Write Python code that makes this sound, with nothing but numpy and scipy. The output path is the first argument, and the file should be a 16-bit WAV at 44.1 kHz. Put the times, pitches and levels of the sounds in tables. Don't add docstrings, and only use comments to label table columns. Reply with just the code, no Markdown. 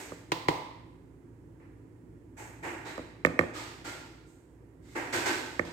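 import sys
import numpy as np
from scipy import signal
from scipy.fft import rfft, irfft
from scipy.io import wavfile

SR = 44100
rng = np.random.default_rng(int(sys.argv[2]) if len(sys.argv) > 2 else 0)


def wav_out(sig):
    wavfile.write(sys.argv[1], SR, np.round(np.clip(np.atleast_2d(sig).T, -1, 1) * 32767).astype(np.int16))


N = 252384

# (pitch [Hz], fade time [s])
KITCHEN_FADE = [(150, 0.52), (400, 0.56), (1000, 0.8), (2800, 0.85), (7000, 0.69), (15000, 0.49)]
# (pitch [Hz], likeness [1 or more is fully alike])
SIDE_LIKENESS = [(60, 1.5), (150, 0.76), (300, 0.91), (640, 0.4), (1300, 0), (6000, 0.02), (10000, 1.3),
                 (15000, 1.1)]
# (pitch [Hz], left minus right [dB])
ROOM_BALANCE = [(60, -3), (200, -2.5), (700, 0), (1300, -4), (2400, -4), (8000, -4.5), (14000, 2.5)]
# (delay [s], level [dB])
NEAR_ECHOES = [(.00325, -31.5), (.0043, -16.5), (.0079, -15)]

# (pitch [Hz], relative level [dB])
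AIR_TONE = [(12, -40), (20, -21.5), (101, -0.5), (158, -4.5), (204, -17.5), (310, -5.5), (472, -11.5),
            (698, -23.5), (949, -22), (1150, -30.5), (1960, -31), (3740, -44), (5850, -44.5), (7310, -42),
            (16000, -52.5)]
# (pitch [Hz], left minus right [dB])
AIR_SIDES = [(100, -2), (500, -5), (800, -7), (1100, -13), (1800, -13.5), (3500, -2), (8000, -10),
             (11000, 1)]
# (pitch [Hz], width [Hz], level [dB])
RUMBLE_NOTES = [(59, 7.7, -70.5), (96.5, 8.8, -67.5), (113.9, 4.6, -59), (161.4, 34, -63), (260, 34, -64.5),
                (314, 110, -57)]

# (time [s], rough length [s], relative level [dB], rasp over body [dB],
# fizz over body [dB], crease pitch [Hz])
BAG_STROKES = [(0, 0.0011, -42, -10.5, -6.5, 448), (1.59, 0.016, -61, -22, -26, 1170),
               (2.366, 0.025, -44.5, -18.5, -9.5, 860), (2.625, 0.022, -35, -21.5, -18, 2860),
               (2.846, 0.018, -40, -11.5, -16, 3920), (3.534, 0.033, -40.5, -6.5, -10.5, 1230),
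               (3.841, 0.018, -39, -8.5, -11, 1396), (4.255, 0.027, -82, -18.5, 14, 8400),
               (4.815, 0.4, -56.5, -5.5, -5.5, 2100), (4.95, 0.011, -32, -19, -19.5, 1640),
               (5.124, 0.012, -28, -9.5, -11.5, 1544), (5.256, 0.0047, -27, -9.5, -12, 1540),
               (5.646, 0.015, -45.5, -8.5, -16, 960)]
# (low edge [Hz], high edge [Hz], fade time [s])
BAG_LAYERS = [(85.5, 2640, 0.91), (2942, 5310, 0.94), (6300, 13500, 0.75)]
# (pitch [Hz], relative level [dB])
BAG_TONE = [(105, -11.5), (195, -21.5), (255, -6.5), (345, 1.5), (420, -6.5), (730, -8.5), (900, -4),
            (1070, -10.5), (1220, -10.5), (1950, -7), (3100, -16.5), (8100, -20), (9600, -34),
            (15000, -30.5)]

# (time [s], strength [dB], relative tick [dB], bounce over tap [dB])
SPOON_TAPS = [(0.119, -16, -12.5, -12.5), (2.9782, -14, 2.5, -1), (3.2488, 2, 1, -8.5),
              (3.3908, 2, 4, -8.5), (3.435, -14, -23, -14), (5.5937, -3.5, 0, -15), (5.652, -23, 8, -23)]
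# (pitch [Hz], level [dB], fade time [s], left minus right [dB])
BOWL_NOTES = [(83, -36.5, 0.17, 0), (112.7, -37, 0.16, -3), (167.4, -32, 0.25, -3.5), (251, -21, 0.049, -3),
              (348.5, -20, 0.055, -4), (491, -17.5, 0.046, -2), (609.5, -16.5, 0.028, -1.5),
              (725, -17, .015, -10.5), (1200, -13.5, 0.02, -9), (1500, -20, 0.024, -7.5),
              (1810, -8, 0.021, -25), (2180, -6.5, 0.012, -20), (2527, -14, .014, -6.5)]
# (pitch [Hz], relative level [dB])
TICK_TONE = [(300, -31), (2500, 0.5), (5000, -3), (8500, -7), (10000, -23), (14000, -8), (16000, -31)]
# (pitch [Hz], relative level [dB])
TAP_ECHO = [(80, -1.5), (170, -8), (300, 0), (550, -9.5), (800, -3.5), (1200, -12), (1500, -7.5),
            (2000, -14.5), (2600, -12), (3200, -4), (5000, -7), (9000, -3), (15000, -16)]

# (time [s], strength [dB], treble cut-off [Hz], relative click [dB])
TABLE_KNOCKS = [(0.3187, -0.5, 4570, 0.5), (0.4844, 5.5, 3200, -5.5)]
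# (pitch [Hz], level [dB], fade time [s], left minus right [dB])
TABLE_NOTES = [(151, -31, 0.15, -2.5), (303.7, -17, 0.036, -4), (329.7, -14.5, 0.042, -5),
               (460, -21, 0.026, -1.5), (634, -19, 0.011, -2.5), (830, -27.5, 0.039, 4.5),
               (994, -26.5, 0.03, 10.5), (1206, -24, 0.0084, 2), (1440, -33, 0.013, -2),
               (1800, -16.5, 0.0048, -19.5), (2070, -13.5, 0.0091, -30.5)]
# (pitch [Hz], relative level [dB])
CLICK_TONE = [(200, -9), (1000, -0.5), (2500, -0.5), (4500, -5.5), (6000, -11.5), (8500, -14.5),
              (10000, -24.5), (16000, -29.5)]
# (pitch [Hz], relative level [dB])
KNOCK_ECHO = [(80, -12.5), (160, -3.5), (350, -7), (600, -1.5), (1000, -1.5), (1500, -5), (2100, -5),
              (4000, 1), (9000, -5), (15000, 5)]

TOP_HZ = 15950


def amp(db):
    return 10 ** (np.asarray(db) / 20)


def evened(x):
    return x / np.sqrt(np.mean(x ** 2) + 1e-20)


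def read(points, hz):
    pitch, value = np.transpose(points)
    return np.interp(np.log(hz + 1), np.log(pitch + 1), value)


def add(mix, start_s, sound):
    part = mix[:, max(round(start_s * SR), 0):]
    part[:, :sound.shape[1]] += sound[:, :part.shape[1]]


def band(hz, low_hz, high_hz, order=12):
    return 1 / np.sqrt((1 + (low_hz / (hz + 1)) ** order) * (1 + (hz / high_hz) ** order))


def wander(size, rate_hz):
    hz = np.fft.rfftfreq(size, 1 / SR)
    return evened(irfft(rfft(rng.standard_normal(size)) / (1 + (hz / rate_hz) ** 4), size))


def stereo_noise(size, balance):
    hz = np.fft.rfftfreq(size, 1 / SR)
    left, unrelated = rfft(rng.standard_normal((2, size)))
    likeness = np.clip(read(SIDE_LIKENESS, hz), -1, 1)
    right = likeness * left + np.sqrt(1 - likeness ** 2) * unrelated
    lean = amp(read(balance, hz) / 2)
    ripple = sum(amp(db) * np.cos(2 * np.pi * hz * delay_s) for delay_s, db in NEAR_ECHOES)
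    treble = hz ** 2 / (hz ** 2 + 1000 ** 2)
    return hz, (1 + ripple * treble) * np.array([left * lean, right / lean])


def background():
    t = np.arange(N) / SR
    hz, noise = stereo_noise(N, AIR_SIDES)
    air_spectrum = noise * amp(read(AIR_TONE, hz))
    hiss_size = np.std(irfft(air_spectrum.mean(0) * band(hz, 600, TOP_HZ), N))
    air = irfft(air_spectrum, N) / hiss_size * amp(-71.5)
    rumble = np.zeros((2, N))
    lumps_db = 1.4 * wander(N, rate_hz=14)
    for note_hz, width_hz, db in RUMBLE_NOTES:
        hz, noise = stereo_noise(N, ROOM_BALANCE)
        note = evened(irfft(noise / (1 + (1.83 * (hz - note_hz) / width_hz) ** 2), N))
        rumble += note * amp(db + lumps_db * min(width_hz / 45, 1))
    dip_db = -5.5 * np.exp(-((t - 4.55) / 0.35) ** 2)
    hum_hz, hum_db = 58.8, -62.5
    sides_db = read(ROOM_BALANCE, hum_hz) * np.array([[.5], [-.5]])
    hum = evened(np.sin(2 * np.pi * hum_hz * t)) * amp(hum_db + sides_db)
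    return air + rumble * amp(dip_db) + hum


def bag_rustles():
    out, t = np.zeros((2, N)), np.arange(SR) / SR
    for start_s, length_s, level_db, rasp_db, fizz_db, crease_hz in BAG_STROKES:
        hz, noise = stereo_noise(SR, ROOM_BALANCE)
        crease_peak = 1 / (1 + ((hz / crease_hz - 1) / 0.037) ** 2)
        crease_db = 13.5 + .48 * rasp_db
        spectrum = noise * amp(read(BAG_TONE, hz) + crease_db * crease_peak)
        crush = t / length_s * np.exp(-1.8 * t / length_s)
        grain_db = 0.39 * wander(SR, rate_hz=110)
        for (low_hz, high_hz, fade_s), layer_db in zip(BAG_LAYERS, (0, rasp_db, fizz_db)):
            crinkles = evened(irfft(spectrum * band(hz, low_hz, high_hz, order=18), SR))
            kept_per_sample = np.exp(-2 * np.log(1000) / (fade_s * SR))
            energy = signal.lfilter([1], [1, -kept_per_sample], crush)
            swell = np.sqrt(energy / energy.max())
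            add(out, start_s, crinkles * swell * amp(level_db + layer_db + grain_db - 1.64))
    return out


def blow(notes, contact_hz, click_tone, click_db, click_fade_s, click_left_db):
    t = np.arange(SR) / SR
    ring = np.zeros((2, SR))
    for k, (hz, db, fade_s, left_db) in enumerate(notes):
        note = np.sin(2 * np.pi * hz * t) * amp(-60 * t / fade_s)
        ring += (-1) ** k * amp([[db + left_db], [db]]) * note
    ring = signal.sosfilt(signal.butter(6, min(contact_hz, SR / 3), fs=SR, output="sos"), ring)
    hz, noise = stereo_noise(SR, ROOM_BALANCE)
    tone = amp(read(click_tone, hz) + click_db)
    fade = amp(-60 * t / click_fade_s)
    click = irfft(noise * tone, SR) * fade * amp([[click_left_db], [0]])
    power = abs(rfft(ring.mean(0))) ** 2 + tone ** 2 * np.sum(fade ** 2) / 2
    return ring + click, power


def kitchen_echo(power, share):
    hz, noise = stereo_noise(SR, ROOM_BALANCE)
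    wash = irfft(noise * np.sqrt(power) * amp(read(share, hz)), SR)
    band_hz, t, slices = signal.stft(wash, SR, nperseg=256)
    fade_s = read(KITCHEN_FADE, band_hz)[:, None]
    same_energy = np.sqrt(2 * np.log(1000) / (fade_s * SR))
    fade = amp(-60 * t / fade_s) * same_energy
    tail = signal.istft(slices * fade, SR, nperseg=256)[1][:, :SR]
    build_up = 1 - np.exp(-(np.arange(SR) / SR / .006) ** 2)
    return tail * build_up


def lagged(sound, lag_s):
    t = np.arange(sound.shape[1]) / SR
    right = np.interp(t - round(lag_s * SR) / SR, t, sound[1], left=0)
    return np.array([sound[0], right])


def tap(db, tick_db, brightness):
    contact_hz = brightness * 2676 * amp(.4 * db)
    hit, power = blow(BOWL_NOTES, contact_hz, TICK_TONE, tick_db - 25.5,
                      click_fade_s=0.017, click_left_db=-11.5)
    return amp(db) * (lagged(hit, lag_s=.00022) + amp(-1) * kitchen_echo(power, TAP_ECHO))


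def spoon_taps():
    out = np.zeros((2, N))
    for start_s, db, tick_db, bounce_db in SPOON_TAPS:
        add(out, start_s, tap(db, tick_db, brightness=1))
        bounce_s = .018 * amp(0.21 * db)
        add(out, start_s + bounce_s, tap(db + bounce_db, tick_db - 9.5, brightness=0.77))
    add(out, start_s=3.26, sound=tap(db=-20.5, tick_db=23, brightness=0.85))
    return out


def knock(db, contact_hz, click_db):
    hit, power = blow(TABLE_NOTES, contact_hz, CLICK_TONE, click_db - 14.5,
                      click_fade_s=0.034, click_left_db=-1.5)
    return amp(db) * (lagged(hit, lag_s=0.00044) + kitchen_echo(power, KNOCK_ECHO))


def table_knocks():
    out = np.zeros((2, N))
    edge_gap_s = 0.0049
    for start_s, db, contact_hz, click_db in TABLE_KNOCKS:
        add(out, start_s, knock(db, contact_hz, click_db))
        add(out, start_s + edge_gap_s, knock(db - 20.5, contact_hz=2750, click_db=click_db + 14))
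    return out


def scene():
    return background() + bag_rustles() + spoon_taps() + table_knocks()


def record(dry):
    bass_cut = signal.butter(4, 44, "highpass", fs=SR, output="sos")
    treble_cut = signal.firwin(511, TOP_HZ, window=("kaiser", 9), fs=SR)
    return signal.oaconvolve(signal.sosfilt(bass_cut, dry), treble_cut[None], "same")


dry = scene()
out = record(dry)
wav_out(out)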